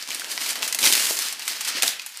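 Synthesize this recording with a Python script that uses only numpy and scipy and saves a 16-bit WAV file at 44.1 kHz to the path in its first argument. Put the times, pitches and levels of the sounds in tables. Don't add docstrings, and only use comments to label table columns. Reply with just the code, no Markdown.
import sys
import numpy as np
from scipy import signal
from scipy.fft import rfft, irfft
from scipy.io import wavfile

SR = 44100
rng = np.random.default_rng(int(sys.argv[2]) if len(sys.argv) > 2 else 0)


def materialize(psi):
    bounded = np.clip(np.atleast_2d(psi).T, -1, 1)
    quanta = np.round(bounded * 32767).astype(np.int16)
    wavfile.write(sys.argv[1], SR, quanta)


N = 97020
TIME = np.arange(N) / SR
HZ = np.fft.rfftfreq(4096, 1 / SR)
SOUND_HZ = np.fft.rfftfreq(N, 1 / SR)
CUTOFF_HZ, LOW_CUT_HZ = 15300, 58
TREBLE_HZ = 6270
CEILING = 0.75


def amp(db):
    return 10 ** (np.asarray(db) / 20)


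def unit(x):
    return x / np.sqrt(np.mean(x ** 2) + 1e-20)


def read(points, hz):
    f, value = np.transpose(points)
    return np.interp(np.log(hz + 1), np.log(f + 1), value)


def follow(curve):
    s, value = np.transpose(curve)
    return np.interp(TIME, s, value)


def add(mix, s, sound):
    part = mix[max(0, round(s * SR)):][:len(sound)]
    part += sound[:len(part)]


def colour(x, db):
    log_gain = np.log(amp(np.maximum(db, -100)))
    circle = np.r_[log_gain, log_gain[-2:0:-1]]
    response = np.exp(np.conj(signal.hilbert(circle)))
    taps = np.fft.ifft(response).real[:2048]
    return signal.oaconvolve(x, taps)[:len(x)]


def even_power(db):
    return db - 10 * np.log10(np.mean(amp(db) ** 2))


def above(hz, edge_hz, order=4):
    return 1 - 1 / (1 + (hz / edge_hz) ** order)


# (f/Hz, time/s)
ROOM_RING = [(150, 0.43), (700, 0.33), (2000, 0.44), (5000, 0.25), (14000, 0.26)]
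ROOM_DB, ROOM_GAP_S = -8.5, 0.0039
SCATTER_S, SCATTER_LOW_HZ = 0.003, 150


def tail(size=24000):
    t = np.arange(size) / SR
    arrives = (rng.random(size) < 0.05 + 2 * t) * (t > ROOM_GAP_S)
    taps = rng.choice([-1., 1.], size) * arrives
    hz, when, z = signal.stft(taps, SR, nperseg=256)
    fade = amp(-60 * when / read(ROOM_RING, hz)[:, None])
    ring = signal.istft(z * fade, SR)[1]
    return ring / np.linalg.norm(ring)


def room(x, count=8):
    places = (TIME / SCATTER_S + np.arange(count)[:, None]) % count
    shares = np.sin(np.pi / 2 * np.minimum(places, 2))
    wash = sum(signal.fftconvolve(x * share, tail())[:N] for share in shares)
    return irfft(rfft(wash) * above(SOUND_HZ, SCATTER_LOW_HZ), N)


def clicks(per_s, spread_db):
    size = np.minimum(rng.exponential(1, N), 3.5)
    happens = rng.random(N) < per_s / SR
    return amp(spread_db * size) * rng.choice([-1, 1], N) * happens


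# (t/s, level/dB)
FLUTTER_LEVEL = [(0.0, -45), (0.07, -54), (0.09, -44.5), (0.64, -39), (0.67, -43.5), (0.8, -40.5),
                 (0.83, -30), (1.08, -38.5), (1.11, -38), (1.14, -40.5), (1.43, -51), (1.51, -43),
                 (1.59, -50.5), (1.69, -44), (1.82, -40.5), (1.83, -32.5), (1.98, -64), (2.2, -59.5)]
# (f/Hz, level/dB)
FLUTTER_TONE = [(85, -26), (130, -9.5), (170, -4.5), (260, 5.5), (330, 2.5), (700, 4), (1200, -1),
                (2500, -21.5)]
RIPPLES_PER_S, RIPPLE_SPREAD_DB, FLUTTER_DB = 700, 3.5, -7


def flutter():
    ticks = clicks(RIPPLES_PER_S, RIPPLE_SPREAD_DB)
    ripples = unit(colour(ticks, read(FLUTTER_TONE, HZ)))
    return ripples * amp(FLUTTER_DB + follow(FLUTTER_LEVEL))


# (t/s, peak level/dB, pitch f/Hz)
FLAP_EVENTS = [(.087, -45, 200), (.836, -34.5, 250), (.869, -30.5, 275), (.926, -33, 260),
               (.978, -39.5, 300), (1.108, -22, 490), (1.75, -38, 213), (1.772, -32.5, 444),
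               (1.831, -19, 586)]
FLAP_DECAY_S, FLAP_SHAKE_DB = 0.018, -29
FLAP_OCTAVES = 0.61


def flap(level_db, hz, size=4096):
    t = np.arange(size) / SR
    shake = amp(FLAP_SHAKE_DB) * rng.standard_normal(size) * np.exp(-t / FLAP_DECAY_S)
    push = (t == 0) + shake
    octaves_off = np.log2((HZ + 1) / hz)
    puff = colour(push, -10 * np.log10(1 + (octaves_off / FLAP_OCTAVES) ** 6))
    return amp(level_db) * puff / np.max(abs(puff))


# (t/s, level/dB, pitch f/Hz, ring/cycles)
PING_EVENTS = [(.089, -29.5, 1030, 2.3), (.106, -25.5, 2340, 11), (.219, -17.5, 1530, 1.8),
               (.245, -22, 1840, 2.1), (.3775, -19, 1950, 4.4), (.421, -24, 2000, 3.7),
               (.728, -21.5, 2020, 5), (.9525, -11, 3950, 7.3), (1.4786, -14.5, 2100, 2.5),
               (1.831, -10, 2410, 4.9), (1.996, -21.5, 2536, 7.7)]
PING_RISE_S = 0.00018


def ping(level_db, hz, cycles, size=1200):
    t = np.arange(size) / SR
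    envelope = (1 - np.exp(-t / PING_RISE_S)) * np.exp(-t * hz / cycles)
    bulge = np.sin(2 * np.pi * hz * t) * envelope
    speed = np.gradient(bulge, t) / (2 * np.pi * hz)
    return amp(level_db) * speed


def facet(count=60):
    return np.interp(HZ, np.linspace(0, CUTOFF_HZ, count), unit(rng.random(count) - 0.5))


# (t/s, level/dB, low mids level/dB, treble level/dB, ring/s)
SNAP_EVENTS = [(0.0242, -16.5, -46, -19, 0.0059), (0.0746, -18, -30, -17, 0.002),
               (0.0867, -18, -37, -15, 0.0061), (0.1041, -14.5, -24, -14, 0.0035),
               (0.115, -16, -24, -18, 0.004), (0.146, -17.5, -22, -6.5, 0.005),
               (0.1958, -19, -20, -9, 0.0053), (0.2438, -13.5, -27, -22, 0.0023),
               (0.3153, -19.5, -24, -11, 0.0047), (0.376, -8.5, -21.5, -25, 0.003),
               (0.4088, -23, -32, -26, 0.002), (0.4195, -13, -32, -22, 0.0025),
               (0.4615, -12, -23, -18, 0.0049), (0.4906, -15, -23, -11.5, 0.0066),
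               (0.555, -16, -17, -17.5, 0.015), (0.6222, -11.5, -17.5, -16, 0.0063),
               (0.6275, -8.5, -26, -18, 0.0074), (0.6765, -13.5, -21, -11, 0.013),
               (0.7253, -8, -33, -12.5, 0.005), (0.7462, -11.5, -20, -6.5, 0.0061),
               (0.7873, -10, -25.5, -9.5, 0.007), (0.8173, -10, -42, -24, 0.0043),
               (0.828, -3, -36, -25, 0.0075), (0.8375, -3.5, -24, -21, 0.0058),
               (0.8525, -1, -43, -17, 0.01), (0.8617, 0.5, -27, -42, 0.0067),
               (0.8715, 4, -64, -26.5, 0.0049), (0.8885, -3, -40, -24, 0.005),
               (0.9165, -8.5, -28, -20, 0.003), (0.9237, -1, -38, -14, 0.0069),
               (0.9341, -1, -39, -18, 0.0031), (0.9512, -4, -29, -11, 0.0033),
               (0.9766, -3, -39, -22, 0.0025), (0.9955, -7, -24, -20, 0.0032),
               (1.0953, -21, -11.5, -11, 0.008), (1.1695, -13, -42, -16, 0.0064),
               (1.1888, -10, -24.5, -10.5, 0.002), (1.194, -18, -26, -8, 0.0015),
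               (1.221, -13, -24, -11.5, 0.0054), (1.284, -14, -35, -10, 0.0015),
               (1.3248, -22.5, -15, 0, 0.0056), (1.3938, -17, -25, -16.5, 0.006),
               (1.4776, -12, -24, -7, 0.0057), (1.6076, -15.5, -22, -9, 0.0097),
               (1.6478, -13.5, -42, -11.5, 0.0075), (1.8219, -2, -29, -14.5, 0.0042),
               (1.8302, -3.5, -20, -12.5, 0.0093), (1.8765, -5, -31, -14.5, 0.0013),
               (1.8786, -5, -30, -14.5, 0.0028), (1.995, -18.5, -20.5, -17.5, 0.0048),
               (2.0164, -22, -29, -15, 0.011), (2.0617, -23.5, -19, -3, 0.0073),
               (2.1722, -21, -24, -6, 0.00093)]
# (f/Hz, level/dB)
SNAP_TONE = [(40, -62), (200, -34), (700, -10), (1500, -5.5), (2800, 0), (5000, 1.5), (8000, -0.5),
             (12000, -4.5), (15000, -12)]
SNAP_DB, SNAP_PEAKS_DB = -9.5, 3
SNAP_GIVE_S = 0.001
CRACK_DB, SNAP_CRACK_S = -1.5, 0.00023
LOW_HZ, USUAL_LOW_DB, USUAL_TREBLE_DB = 1730, -24, -12.5


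def snap(level_db, low_db, treble_db, ring_s, size=2400):
    t = np.maximum(np.arange(size) / SR - SNAP_GIVE_S, 0)
    crack = amp(CRACK_DB) * t / SNAP_CRACK_S * np.exp(1 - t / SNAP_CRACK_S)
    shiver = (t > 0) * np.exp(-t / ring_s)
    burst = rng.choice([-1., 1.], size) * (shiver + crack)
    treble = above(HZ, TREBLE_HZ)
    peaks = SNAP_PEAKS_DB * facet() * (1 - treble)
    tone = even_power(read(SNAP_TONE, HZ) + peaks)
    low_tilt = (low_db - USUAL_LOW_DB) * (1 - above(HZ, LOW_HZ))
    treble_tilt = (treble_db - USUAL_TREBLE_DB) * treble
    return amp(SNAP_DB + level_db) * colour(burst, tone + low_tilt + treble_tilt)


CREASE_PEAKS_DB = 3.5
CREASE_RING_S = 0.0019
CREASE_CRACK_DB, CRACK_S = 0.5, 0.000073


def crease(size=512, count=16):
    t, hz = np.arange(size) / SR, np.fft.rfftfreq(size, 1 / SR)
    peak_hz = np.linspace(0, SR / 2, count) + rng.uniform(-700, 700)
    peaks = np.interp(hz, peak_hz, rng.standard_normal(count))
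    shiver = irfft(rfft(rng.standard_normal(size)) * amp(CREASE_PEAKS_DB * peaks))
    ring_s = CREASE_RING_S * 2 ** rng.uniform(-1, 1)
    crack = amp(CREASE_CRACK_DB) * np.exp(-t / CRACK_S)
    return unit(shiver * (np.exp(-t / ring_s) + crack))


def buckling(creases, per_s, spread_db):
    out, at = np.zeros(N), 0
    gaps = rng.gamma(2, 0.5, N)
    sizes = np.clip(rng.standard_normal(N), -2, 2)
    choices = rng.integers(0, len(creases), N)
    for gap, size, which in zip(gaps, sizes, choices):
        at += gap / per_s
        if at > N / SR:
            break
        add(out, at, amp(spread_db * size) * creases[which])
    return unit(out)


CLUSTERS_PER_S, CLUSTER_DB = 130, 1.7


def clusters(size=1000):
    levels = unit(rng.random(size) - 0.5)
    return amp(CLUSTER_DB * np.interp(TIME * CLUSTERS_PER_S, np.arange(size), levels))


# (t/s, crackle level/dB, treble level/dB)
PULL_STRENGTH = [(0, -35, -8), (0.07, -39, -10), (0.12, -33.5, -4.5), (0.28, -36.5, -8),
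                 (0.315, -30.5, -2.5), (0.35, -37.5, -3), (0.4, -31.5, -5.5), (0.45, -28.5, -2.5),
                 (0.48, -32, -3.5), (0.509, -27, -2), (0.54, -38, -2), (0.61, -35, -10), (0.639, -29.5, -1),
                 (0.71, -38.5, -7), (0.78, -39, -10), (0.808, -31, 1), (0.852, -20, -1), (0.9, -27.5, 3),
                 (1.0, -25.5, -1.5), (1.075, -28, 0), (1.11, -25.5, 2.5), (1.15, -34, 1), (1.22, -28.5, -4),
                 (1.3, -31, -5.5), (1.37, -41.5, -15), (1.42, -33, -9), (1.46, -35.5, -3), (1.501, -27, -6),
                 (1.59, -36.5, -8), (1.64, -34, -11), (1.688, -24, -4), (1.74, -31.5, -19),
                 (1.771, -24.5, -11), (1.81, -32.5, -14), (1.85, -27.5, -5), (1.89, -29.5, 3),
                 (1.96, -39.5, -24), (2.1, -44, -2.5), (2.2, -39, -12)]
# (f/Hz, level/dB)
CREASE_TONE = [(100, -53), (400, -28.5), (900, -10), (1800, -2.5), (3000, -1), (3600, -2.5), (4400, 2),
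               (6500, -2), (9000, -3.5), (12000, -7), (15000, -11.5)]
CRACKLE_DB, SHEEN_DB = 1.5, 4
CREASES_PER_S, CREASE_SPREAD_DB = 2200, 1
CRINKLES_PER_S, CRINKLE_SPREAD_DB, CRINKLE_DB = 190, 0.5, -7


def crackle(count=400):
    creases = [crease() for _ in range(count)]
    bed = buckling(creases, CREASES_PER_S, CREASE_SPREAD_DB)
    crinkles = buckling(creases, CRINKLES_PER_S, CRINKLE_SPREAD_DB)
    both = bed * clusters() + amp(CRINKLE_DB) * crinkles
    rustle = unit(colour(both, read(CREASE_TONE, HZ)))
    treble = irfft(rfft(rustle) * above(SOUND_HZ, TREBLE_HZ), N)
    s, level_db, bright_db = np.transpose(PULL_STRENGTH)
    brightness = amp(np.interp(TIME, s, bright_db) + SHEEN_DB)
    loudness = amp(CRACKLE_DB + np.interp(TIME, s, level_db))
    return loudness * (rustle - treble + treble * brightness)


def scene():
    wrap = flutter() + crackle()
    for table, sound in ((FLAP_EVENTS, flap), (PING_EVENTS, ping), (SNAP_EVENTS, snap)):
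        for s, *row in table:
            add(wrap, s, sound(*row))
    return (wrap + amp(ROOM_DB) * room(wrap))[None]


def record(dry):
    rounded = dry / (1 + (dry / CEILING) ** 4) ** 0.25
    low_cut = signal.butter(2, LOW_CUT_HZ, "highpass", fs=SR, output="sos")
    lean = signal.sosfilt(low_cut, rounded)
    band_limit = signal.firwin(511, CUTOFF_HZ, window=("kaiser", 8), fs=SR)
    return signal.oaconvolve(lean, band_limit[None], "same")


dry = scene()
out = record(dry)
materialize(out)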